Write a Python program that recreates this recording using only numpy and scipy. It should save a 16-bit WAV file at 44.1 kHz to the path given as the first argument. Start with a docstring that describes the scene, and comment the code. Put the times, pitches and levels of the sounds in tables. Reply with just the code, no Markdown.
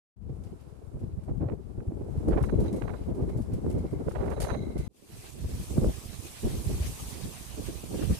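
"""Strong wind thumps and flutters right on the microphone, its eddies pushing at the two ports.
We stand at dusk under three flagpoles, with trees washing in the distance: cloth swishes, halyards rub,
and the flags jerk their halyard clips against the ringing metal poles.
After a cut the microphone faces a tossing tree, still in the wind, where thousands of leaves
brush each other in a bright rush that swells with the gusts."""
import sys
import numpy as np
from scipy import signal
from scipy.fft import rfft, irfft, next_fast_len
from scipy.io import wavfile
from scipy.ndimage import uniform_filter1d

SR = 44100
rng = np.random.default_rng(int(sys.argv[2]) if len(sys.argv) > 2 else 0)


def pcm_store(signal):
    """Save signal as 16-bit PCM."""
    levels = np.round(np.clip(np.atleast_2d(signal), -1, 1) * 32767)
    wavfile.write(sys.argv[1], SR, levels.astype(np.int16).T)


N = 361179
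TIME = np.arange(N) / SR
START_S, CUT_S, RESUME_S = .16, 4.88, 4.885

# distant trees around the flagpoles: (time [s], relative level [dB])
FAR_TREE_LEVELS = [(.27, -71), (.5, -68), (.7, -69), (.85, -69.5), (1.6, -71), (2.0, -69), (2.15, -62.5),
                   (2.7, -63), (3.1, -64), (4, -62), (4.3, -62.5), (4.87, -62.5)]
# folds of flag sliding, halyards rubbing: (peak time [s], length [s], relative level [dB])
SWISHES = [(.48, .08, -78), (.64, 0.11, -78), (.76, 0.073, -81), (1.04, 0.091, -80), (2.66, 0.1, -66),
           (3.3, .025, -66), (3.45, 0.13, -85), (3.57, 0.066, -69), (4.19, 0.13, -72), (4.84, 0.098, -68)]
RUBS = [(2.77, .1, -69), (3.32, 0.087, -70), (3.5, .12, -81), (3.7, 0.13, -73), (3.9, 0.27, -69.5),
        (4.82, 0.059, -56.5)]
# clips striking the poles: (time [s], relative level [dB], pole ring offset [dB], chatter t60 [s])
CLIP_STRIKES = [(0.4362, -57.5, -5, 0.12), (0.609, -64, -3, .16), (0.9933, -64, -5, 0.14),
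                (1.234, -63, -12, 0.1), (1.868, -68, -12, .08), (2.281, -51, -9, 0.14),
                (2.427, -46.5, 5, 0.14), (2.5986, -50.5, 8, 0.14), (2.634, -55, -6, 0.046),
                (2.728, -49.5, 7, .14), (2.762, -54, 7, 0.27), (3.148, -58, -10, .08),
                (3.2947, -58.5, -9, .14), (3.373, -49.5, -19, 0.058), (3.415, -52, -19, 0.046),
                (3.534, -52, -6, .13), (3.699, -51.5, -5, 0.2), (3.781, -55.5, -9, .14),
                (3.907, -61, -12, 0.14), (4.091, -52.5, 11, 0.19), (4.12, -50, -11, 0.052),
                (4.2557, -54, 0, .1), (4.299, -50.5, 11, .14), (4.402, -34, 7, 0.1), (4.4166, -34, 0, 0.11),
                (4.779, -46.5, 8, 0.18)]
# modes of pole and steel clip: (frequency [Hz], spread [Hz], relative level [dB], t60 [s])
POLE_MODES = [(1529, 30, -17, 1.2), (2110, 60, -11, 2.0), (3330, 50, -19, .9), (3830, 50, -13, .7),
              (3915, 42, -8, 1.0), (4060, 100, -9, .8), (6277, 28, -7, .55), (6471, 60, -10, .5),
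              (9260, 90, -5, .35), (9700, 120, -8, .35)]
CLIP_MODES = [(4500, 14, -3.5, .25), (4720, 110, -9, .2), (5190, 16, -6, .22), (6520, 170, -5, .16),
              (7620, 110, -5, .1), (8090, 16, -1, .18), (9330, 130, 2.5, .16), (10300, 200, -2, .15),
              (11610, 120, -7, .1), (12728, 16, -8, .22), (13110, 130, -9, .1)]
# the tree in front of the microphone: (time [s], relative level [dB])
NEAR_TREE_LEVELS = [(4.93, -81), (4.97, -70), (5.06, -67), (5.13, -59), (5.27, -56), (5.37, -60.5),
                    (5.52, -56.5), (5.65, -52), (5.78, -55), (5.95, -53.5), (6.08, -54.5), (6.5, -51.5),
                    (6.66, -50.5), (6.73, -50.5), (6.8, -50.5), (6.87, -47.5), (7.0, -50), (7.1, -49),
                    (7.2, -53.5), (7.3, -51), (7.58, -54), (7.66, -51), (7.74, -53), (7.85, -55),
                    (8.08, -50.5), (8.19, -52.5)]
# steady wind on the microphone: (time [s], rumble [dB], buffeting [dB])
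WIND_AT_FLAGS = [(.16, -50.5, -71), (.25, -37, -64), (.45, -40.5, -57), (.7, -44.5, -59.5), (.95, -39, -51),
                 (1.38, -33, -45.5), (1.6, -35, -39), (1.75, -39, -48), (2.2, -33, -41.5),
                 (2.4, -24.5, -33.5), (2.8, -31, -44), (3.0, -29, -45.5), (3.25, -31.5, -41),
                 (3.9, -34, -41.5), (4.13, -35, -45), (4.25, -27, -40.5), (4.55, -30, -39),
                 (4.75, -31.5, -49), (4.88, -34.5, -52)]
WIND_AT_TREE = [(4.93, -70, -68.5), (5.1, -61, -56), (5.35, -44.5, -50), (5.7, -39, -50.5),
                (5.95, -39, -52), (6.2, -41, -55), (6.35, -46, -56), (6.6, -29.5, -44), (6.88, -43, -46),
                (6.96, -45.5, -53), (7.25, -36.5, -52), (7.49, -42, -56), (7.65, -37, -55),
                (7.85, -37, -46), (8.08, -26.5, -41.5), (8.19, -48, -54)]
# gusts wrapping round both ports: (peak time [s], length [s], rumble [dB], buffeting [dB])
GUSTS = [(0.293, 0.092, -45, -45.5), (0.534, 0.036, -48, -46), (0.962, 0.038, -33, -44),
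         (1.037, 0.03, -31.5, -50), (1.306, 0.035, -30, -36.5), (1.423, 0.041, -32.5, -31.5),
         (1.524, 0.028, -31, -35), (1.786, 0.025, -28, -42), (1.886, 0.025, -29, -44),
         (2, 0.08, -36.5, -38.5), (2.179, 0.029, -28, -39), (2.294, 0.041, -25, -23),
         (2.368, 0.027, -26.5, -25), (2.422, 0.021, -26, -34), (2.536, 0.019, -40, -23),
         (2.599, 0.1, -26, -26.5), (2.738, 0.099, -39, -30.5), (3.101, 0.05, -32, -31),
         (3.233, 0.031, -28, -30.5), (3.322, 0.016, -28.5, -45), (3.361, 0.04, -44, -31.5),
         (3.536, 0.034, -25, -38), (3.675, 0.085, -31.5, -31), (3.77, 0.087, -30.5, -31.5),
         (3.839, 0.034, -32, -35), (3.94, 0.041, -31, -34), (4.004, 0.026, -39, -31),
         (4.072, 0.026, -28.5, -31.5), (4.25, 0.025, -35, -34), (4.621, 0.023, -33, -41),
         (4.695, 0.032, -36, -34.5), (4.763, 0.021, -29, -34.5), (4.8, 0.023, -28, -38.5),
         (5.155, 0.098, -45, -56), (5.45, 0.07, -30, -45), (5.542, 0.045, -32, -44),
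         (5.605, 0.03, -31.5, -46.5), (5.728, 0.053, -30.5, -38), (5.781, 0.045, -27, -30.5),
         (5.845, 0.057, -23.5, -26.5), (6.059, 0.0082, -36, -49), (6.456, 0.044, -26, -30.5),
         (6.554, 0.08, -32, -42), (6.703, 0.078, -27, -36), (6.853, 0.11, -32.5, -64),
         (7.035, 0.045, -35.5, -49), (7.151, 0.017, -46, -44), (7.268, 0.043, -43, -39.5),
         (7.413, 0.024, -47, -54), (7.545, 0.012, -35, -44), (7.602, 0.053, -53, -37),
         (7.702, 0.043, -50, -37), (7.763, 0.025, -52, -45), (7.842, 0.011, -52, -34),
         (7.941, 0.065, -49, -32.5), (8.023, 0.028, -41, -31.5), (8.112, 0.029, -20.5, -33)]
# flow tearing across the right port's edge: (start [s], length [s], relative level [dB])
TEARS = [(1.274, 0.018, -49), (1.4, 0.11, -51.5), (2.316, 0.031, -36.5), (2.371, 0.025, -33),
         (2.808, 0.15, -47.5), (4.144, 0.194, -40.5), (4.359, 0.2, -40.5), (5.767, 0.15, -55.5)]
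# short rips of air at a port's edge: (start [s], length [s], level [dB], left minus right [dB])
RIPS = [(1.414, 0.0079, -58, -16), (1.486, 0.003, -47, -22), (1.494, 0.005, -45, -24),
        (1.519, .004, -52, -14), (1.803, 0.003, -54, -22), (2.309, 0.012, -42.5, -22),
        (2.331, 0.013, -39, -22), (2.37, 0.017, -39, -29), (2.412, 0.0084, -46, -22),
        (2.438, 0.0039, -36.5, -21), (2.445, 0.0061, -44.5, -22), (2.488, 0.013, -41.5, -24),
        (2.652, 0.02, -50, -15), (2.82, 0.0031, -36, -19), (2.831, 0.0097, -48, -20),
        (2.876, 0.0073, -38.5, -22), (2.893, 0.01, -40, -24), (2.934, 0.017, -47, -16),
        (3.289, 0.013, -51, -10), (3.666, 0.0027, -72, 5), (4.077, 0.011, -48, -15),
        (4.11, .006, -43.5, -9), (4.151, 0.0034, -40, -23), (4.157, 0.0068, -37, -23),
        (4.186, .003, -47, -20), (4.212, .004, -44, -16), (4.24, 0.0036, -44, -20), (4.26, .003, -41, -20),
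        (4.28, 0.0048, -40, -23), (4.313, 0.011, -36.5, -25), (4.328, .008, -44, -18),
        (4.37, .004, -45, -22), (4.437, 0.0039, -52, -9), (4.447, 0.0029, -35.5, -29),
        (4.484, 0.023, -45, -24), (4.498, 0.016, -37.5, -22), (4.538, 0.014, -38.5, -14),
        (5.778, .008, -51, -3), (5.84, .008, -54, -8), (7.949, 0.0066, -55, -8), (8.024, 0.008, -43, 0)]
# single hard eddies: (time [s], relative level [dB], swing [Hz], left minus right [dB])
SHOVES = [(0.298, -26.5, 130, -4), (1.291, -27.5, 288, -2), (1.305, -24.5, 113, -3), (1.429, -23.5, 320, 9),
          (1.457, -17.5, 120, 4), (1.489, -26, 600, -14), (1.519, -25.5, 276, -2), (1.893, -26, 135, -5),
          (1.92, -23.5, 332, -3), (2.285, -20, 486, 3), (2.293, -26, 61, -13), (2.313, -16, 49, 5),
          (2.412, -17, 77, 4), (2.525, -12.5, 215, 3), (2.726, -18.5, 234, -4), (3.209, -22, 376, -19),
          (3.258, -24, 59.3, 1), (3.4, -20, 283, 3), (3.521, -38, 73.4, -13), (3.664, -20.5, 402, -2.5),
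          (3.756, -32, 90, -8), (3.765, -26, 360, -5), (3.92, -28, 121, 0.5), (3.937, -27, 315, -10),
          (4.084, -15, 460, -32), (4.226, -19, 350, -18), (4.669, -20.5, 276, -2),
          (5.778, -11.5, 227, -1.5), (5.78, -14, 121, -13), (5.78, -22.5, 540, 4), (5.83, -23, 325, -3),
          (5.844, -16.5, 470, -6), (5.856, -14, 54.4, -1), (6.454, -36, 238, -4), (6.461, -26.5, 260, 5),
          (6.472, -21, 228, -1), (6.738, -25, 60.4, -1), (6.802, -17.5, 72, 0), (7.051, -30.5, 53.3, -3),
          (7.229, -34, 107, -19), (7.943, -23, 406, 3), (8.1, -18.5, 197, -4), (8.106, -18.5, 126, 4),
          (8.12, -20.5, 169, 4)]
# spectra as heard at the microphone: (frequency [Hz], relative level [dB])
FAR_TREE_TONE = [(30, -3.5), (400, 25.5), (900, 15.5), (1500, 7), (1900, -0.5), (2100, 1), (2700, -4),
                 (6000, -4.5), (7500, -2.5), (8300, -1.5), (10500, -3), (12500, -8.5), (15500, -20)]
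CLOTH_TONE = [(700, -20), (1500, -4), (2700, 2), (3400, -3), (3800, -4), (5000, -3), (7000, -19),
              (12000, -14)]
RUB_TONE = [(1700, -40), (1980, -14), (2060, 0), (2170, -1), (2330, -10), (2500, -35), (3650, -35),
            (3830, -15), (4100, -13), (4300, -40)]
CHATTER_TONE = [(1000, -5.5), (3000, -6.5), (4400, -10.5), (5200, -8), (7000, -6.5), (9500, -5.5),
                (11500, -7.5), (13500, -15), (15500, -27)]
LEAF_TONE = [(600, 3.5), (1200, 3), (1900, -24), (2400, 0), (3200, -3), (5000, -1.5), (6200, 2.5),
             (7200, 1), (8300, 4.5), (9500, 2.2), (11800, 1), (14000, -5.5), (15500, -9.5)]
CROWN_TONE = [(40, 8), (300, -18), (700, 1.5), (1100, -7), (1600, -2), (2500, -1.5), (5000, -3.5),
              (12000, -40)]
RIP_TONE = [(150, -29), (400, 13), (900, 11), (1500, 5), (2200, -2.5), (3200, -14.5), (5000, -25),
            (10000, -50)]
RUMBLE_TONE = [(15, -17), (30, -13), (55, 1), (85, -1), (140, -5), (200, -11), (280, -21), (500, -52),
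               (1000, -51), (4000, -120)]
SOFT_BUFFET_TONE = [(40, -16), (110, -37), (170, -1.5), (250, 2), (400, 1.5), (600, -11), (850, -19.5),
                    (1300, -36.5), (2200, -46.5), (5000, -70), (12000, -105)]
HARD_BUFFET_TONE = [(40, -35), (110, 2), (180, 4.5), (270, 4.5), (420, 1.5), (600, -8.5), (800, -19),
                    (1200, -31.5), (2200, -50), (5000, -63), (12000, -105)]
TEAR_TONE = [(150, -35), (280, -11), (400, 14.5), (650, 9.5), (1000, -1.5), (1500, -11), (2200, -19),
             (3200, -29.5), (5000, -36), (10000, -56)]


def gain_of(db):
    """Decibels to amplitude."""
    return 10 ** (np.asarray(db) / 20)


def unit_rms(x):
    """Scales to an rms of 1."""
    return x / np.sqrt(np.mean(x ** 2) + 1e-20)


def follow(rows):
    """The columns of a curve at every sample."""
    times, *columns = np.transpose(rows)
    return [np.interp(TIME, times, column) for column in columns]


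def swells(rows):
    """A gain that rises and falls once for each row of (peak time [s], length [s], level [dB])."""
    return sum(gain_of(db) * np.exp(-(2 * (TIME - at) / length) ** 2) for at, length, db in rows)


def add(mix, at, sound):
    """Mixes a sound in, starting at the given second."""
    part = mix[:, max(round(at * SR), 0):][:, :sound.shape[1]]
    part += sound[:, :part.shape[1]]


def pan(left_db):
    """Left and right gains of constant power."""
    ratio = gain_of(np.atleast_1d(left_db))
    return np.array([ratio, np.ones_like(ratio)]) * np.sqrt(2 / (1 + ratio ** 2))


def colour(x, tone):
    """Gives x a spectrum drawn on a log-frequency axis."""
    size = next_fast_len(x.shape[-1])
    hz, db = np.transpose(tone)
    shape_db = np.interp(np.log(np.fft.rfftfreq(size, 1 / SR) + 1), np.log(hz), db)
    return irfft(rfft(x, size) * gain_of(shape_db), size)[..., :x.shape[-1]]


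def noise(tone):
    """Coloured noise, unrelated on the two ports."""
    return unit_rms(colour(rng.standard_normal((2, N)), tone))


def wander(hz, channels=2):
    """A random drift of unit rms that turns about hz times a second."""
    knots = rng.standard_normal((channels, 20000))
    return unit_rms(np.array([np.interp(TIME * hz, np.arange(len(k)), k) for k in knots]))


def far_trees():
    """Wind in the distant trees: a smooth wash behind the flagpoles, fading in at the start."""
    fade_in = np.clip((TIME - START_S + 0.02) / 0.17, 0, 1)
    flicker_db = .7 * wander(30, channels=1)
    level_db = follow(FAR_TREE_LEVELS)[0] + 10.0 + flicker_db
    return noise(FAR_TREE_TONE) * fade_in * gain_of(level_db) * pan(-2.0)


def flag_cloth():
    """Overhead, folds slide over each other in grainy swishes and creases flick faintly with the wind."""
    creases = rng.standard_normal((2, N)) * gain_of(2.5 * wander(260))
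    flicker_db = 5 * np.clip(wander(40, channels=1), -2, 2)
    flicks = gain_of(follow(FAR_TREE_LEVELS)[0] - 13 + flicker_db)
    return unit_rms(colour(creases, CLOTH_TONE)) * (swells(SWISHES) + flicks) * pan(-1.1)


def halyard_rubs():
    """A taut halyard rubs along its pole and makes the tube sing hoarsely."""
    grip = gain_of(2.5 * wander(45))
    return noise(RUB_TONE) * grip * swells(RUBS) * pan(-1.5)


def metal_ring(modes, t, rise_s, partials=14):
    """One blow on metal: the close partials of each mode build up and beat, differently at each port."""
    hz, spread, db, t60 = np.transpose(modes)[:, :, None]
    slow_t = t[::48]  # the beating is slow enough for a coarse time grid
    out = np.zeros((2, len(t)))
    detune, phase = rng.standard_normal((2, len(modes), 2, partials, 1))
    turns = spread[:, :, None, None] * detune * slow_t + phase
    beats = np.exp(2j * np.pi * turns).sum(2) / np.sqrt(partials)
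    envelopes = beats * gain_of(db - 60 * slow_t / t60)[:, None]
    for mode_hz, pair in zip(hz, envelopes):
        carrier = np.exp(2j * np.pi * mode_hz * t)
        out += [(np.interp(t, slow_t, envelope) * carrier).real for envelope in pair]
    fade_out = np.minimum(10 * (1 - t / t[-1]), 1)
    return out * (1 - np.exp(-t / rise_s)) * fade_out


def halyard_clips():
    """Each clip chatters on its pole and rings briefly; the tube sings on; the yard adds a short tail."""
    t = np.arange(SR * 5 // 8) / SR
    ticks, rings = np.zeros((2, N)), np.zeros((2, N))
    yard_tail = gain_of(1.5 - 60 * t / 0.41)
    attack = 1 - np.exp(-t / 0.00028)
    bounces = gain_of(2.5 * wander(350, channels=1))
    for at, db, pole_db, chatter_t60 in CLIP_STRIKES:
        chatter = gain_of(-60 * t / chatter_t60) * bounces[:, round(at * SR):][:, :len(t)]
        strike = attack * (chatter + np.sqrt(chatter_t60) * yard_tail)
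        add(ticks, at, gain_of(db) * strike * rng.standard_normal((2, len(t))))
        add(rings, at, gain_of(db + pole_db) * metal_ring(POLE_MODES, t, rise_s=.065))
        add(rings, at, gain_of(db) * metal_ring(CLIP_MODES, t[:SR // 5], rise_s=.001))
    # loose fittings rattle against the ringing tube
    rattle = unit_rms(gain_of(2.5 * wander(35) + 3.5 * wander(260)))
    return (gain_of(1.2) * colour(ticks, CHATTER_TONE) + gain_of(-13) * rings * rattle) * pan(-1.8)


def grainy(x, depth_db=2.2):
    """Random patches of the spectrum swell and dip for some 30 ms, making the rush grainy."""
    spectra = signal.stft(x, nperseg=512)[2]
    bands = uniform_filter1d(rng.standard_normal(spectra.shape), size=6, axis=1)
    patches = unit_rms(uniform_filter1d(bands, size=5, axis=2))
    return signal.istft(spectra * gain_of(depth_db * patches), nperseg=512)[1][:, :N]


def near_tree(contacts_per_s=1800):
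    """In front of the microphone, countless leaves touch over the duller rush of air through the crown."""
    toss_db = 0.5 * wander(16, channels=1)  # branches toss in and out of the wind
    level_db = follow(NEAR_TREE_LEVELS)[0] + toss_db
    contacts = (rng.random((2, N)) < contacts_per_s / SR) * rng.standard_normal((2, N))
    blur = rng.standard_normal((2, N))  # all the contacts too faint to tell apart
    hiss = colour(0.65 * unit_rms(contacts) + blur, LEAF_TONE)
    leaves = unit_rms(hiss) * gain_of(4.0 + .7 * wander(55))
    rush = noise(CROWN_TONE) * gain_of(-2 + 2.9 * wander(22))
    return grainy(leaves + rush) * gain_of(level_db) * pan(-0.59)


def eddies(tone, lump_hz, lump_db, steady_s, shared=0):
    """Turbulence: pressure comes in lumps, each port meeting its own and any share of the other's."""
    lumps = rng.standard_normal((2, N)) * gain_of(lump_db * np.clip(wander(lump_hz), -2, 2))
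    pressure = colour(lumps + shared * lumps[::-1], tone)
    # hold the power even over spans longer than steady_s, keeping the faster lumps
    size = int(steady_s * SR)
    power = uniform_filter1d(uniform_filter1d(pressure ** 2, size), size)
    return pressure / np.sqrt(abs(power) + 1e-9)


def port_rips(rise_s=0.0006, fall_s=0.006):
    """Air rips at the edge of a port: a ragged run of pressure spurts, a few milliseconds apart."""
    air = eddies(RIP_TONE, lump_hz=484, lump_db=4.5, steady_s=0.011)
    t, out = np.arange(SR // 16) / SR, np.zeros((2, N))
    for at, length, db, left_db in RIPS:
        envelope = np.interp(t, [0, rise_s, length, length + fall_s], [0, 1, 1, 0])
        spurt = air[:, round(at * SR):][:, :len(t)] * envelope
        add(out, at, spurt * gain_of(db) * pan(left_db))
    return out


def diaphragm_shoves(cycles_to_peak=0.69, trim_db=-3.43, port_low_hz=31.7):
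    """Single eddies push both diaphragms the same way; they snap and swing back once or twice."""
    t, out = np.arange(SR // 8) / SR, np.zeros((2, N))
    for at, db, hz, left_db in SHOVES:
        turns = hz * rng.uniform(.86, 1.16, (2, 1)) * t
        sign = rng.choice([-1, 1])
        for ratio, part_db in (1, 0), (2.03, -13):  # the steep front adds a quicker, shorter swing
            age = ratio * turns / cycles_to_peak
            swing = sign * np.sin(2 * np.pi * ratio * turns) * age * np.exp(1 - age)
            add(out, at, swing * gain_of(db + part_db + trim_db) * pan(left_db))
    # the ports shut out the slowest pushes
    return signal.sosfilt(signal.butter(2, port_low_hz, 'highpass', fs=SR, output='sos'), out)


def wind_gains(surge_hz=16, weak_side_db=-26, gust_rise=0.37, gust_fall=0.57):
    """Rumble and buffeting gains: the steady wind surges at random, gusts swell and fade on both ports."""
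    rumble_db, buffet_db = follow(WIND_AT_FLAGS + WIND_AT_TREE)
    # steady rumble is mostly in the left channel at the flags, the right at the tree
    weak_side = np.array([TIME > CUT_S, TIME <= CUT_S])
    side_db = weak_side * (weak_side_db + 10.5 * wander(surge_hz))
    rumble_power = gain_of(rumble_db + side_db + 3 * wander(surge_hz, channels=1)) ** 2
    buffet_power = gain_of(buffet_db + 3.5 * wander(surge_hz, channels=1)) ** 2
    t = np.arange(-SR // 5, SR // 3) / SR
    for at, length, gust_rumble_db, gust_buffet_db in GUSTS:
        width_s = length * np.where(t < 0, gust_rise, gust_fall)
        swell = np.exp(-(t / width_s) ** 2)[None]
        add(rumble_power, at + t[0], swell * gain_of(gust_rumble_db) ** 2)
        add(buffet_power, at + t[0], swell * gain_of(gust_buffet_db) ** 2)
    return np.sqrt(rumble_power), np.sqrt(buffet_power)


def port_tearing(rise_s=0.0081, fall_s=0.02):
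    """The flow tears across the edge of the right port; the left one barely hears it."""
    envelope = sum(gain_of(db) * np.interp(TIME - at, [0, rise_s, length, length + fall_s], [0, 1, 1, 0])
                   for at, length, db in TEARS)
    air = eddies(TEAR_TONE, lump_hz=229.6, lump_db=4.5, steady_s=0.022)
    return air * envelope * gain_of([[-13], [7]])


def wind_on_microphone():
    """Right at the ports, large eddies rumble and small ones buffet."""
    rumble_gain, buffet_gain = wind_gains()
    rumble = eddies(RUMBLE_TONE, lump_hz=59.45, lump_db=5.0, steady_s=0.051, shared=0.047)
    hardness = np.clip((20 * np.log10(buffet_gain) + 38.7) / 14, 0, 1)  # faster air sheds finer eddies
    soft = eddies(SOFT_BUFFET_TONE, lump_hz=90.56, lump_db=6.5, steady_s=0.07) * np.sqrt(1 - hardness)
    hard = eddies(HARD_BUFFET_TONE, lump_hz=112.9, lump_db=8.5, steady_s=0.02) * np.sqrt(hardness)
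    return rumble * rumble_gain + (soft + hard) * buffet_gain * pan(-2.2)


def scene():
    """Under the flagpoles, a cut, then in front of the tree; wind on the microphone in both places."""
    air = wind_on_microphone() + port_tearing() + diaphragm_shoves() + port_rips()
    yard = halyard_clips() + halyard_rubs() + flag_cloth() + far_trees()
    at_flags = np.clip((TIME - START_S) / .005, 0, 1) * np.clip((CUT_S - TIME) / .002, 0, 1)
    at_tree = np.clip((TIME - RESUME_S) / .06, 0, 1)
    return at_flags * (air + yard) + at_tree * (air + near_tree())


def record(dry):
    """The recorder passes nothing much above 15.5 kHz."""
    lowpass = signal.firwin(511, 15500, window=("kaiser", 9), fs=SR)
    return signal.oaconvolve(dry, lowpass[None], "same")


dry = scene()
out = record(dry)
pcm_store(out)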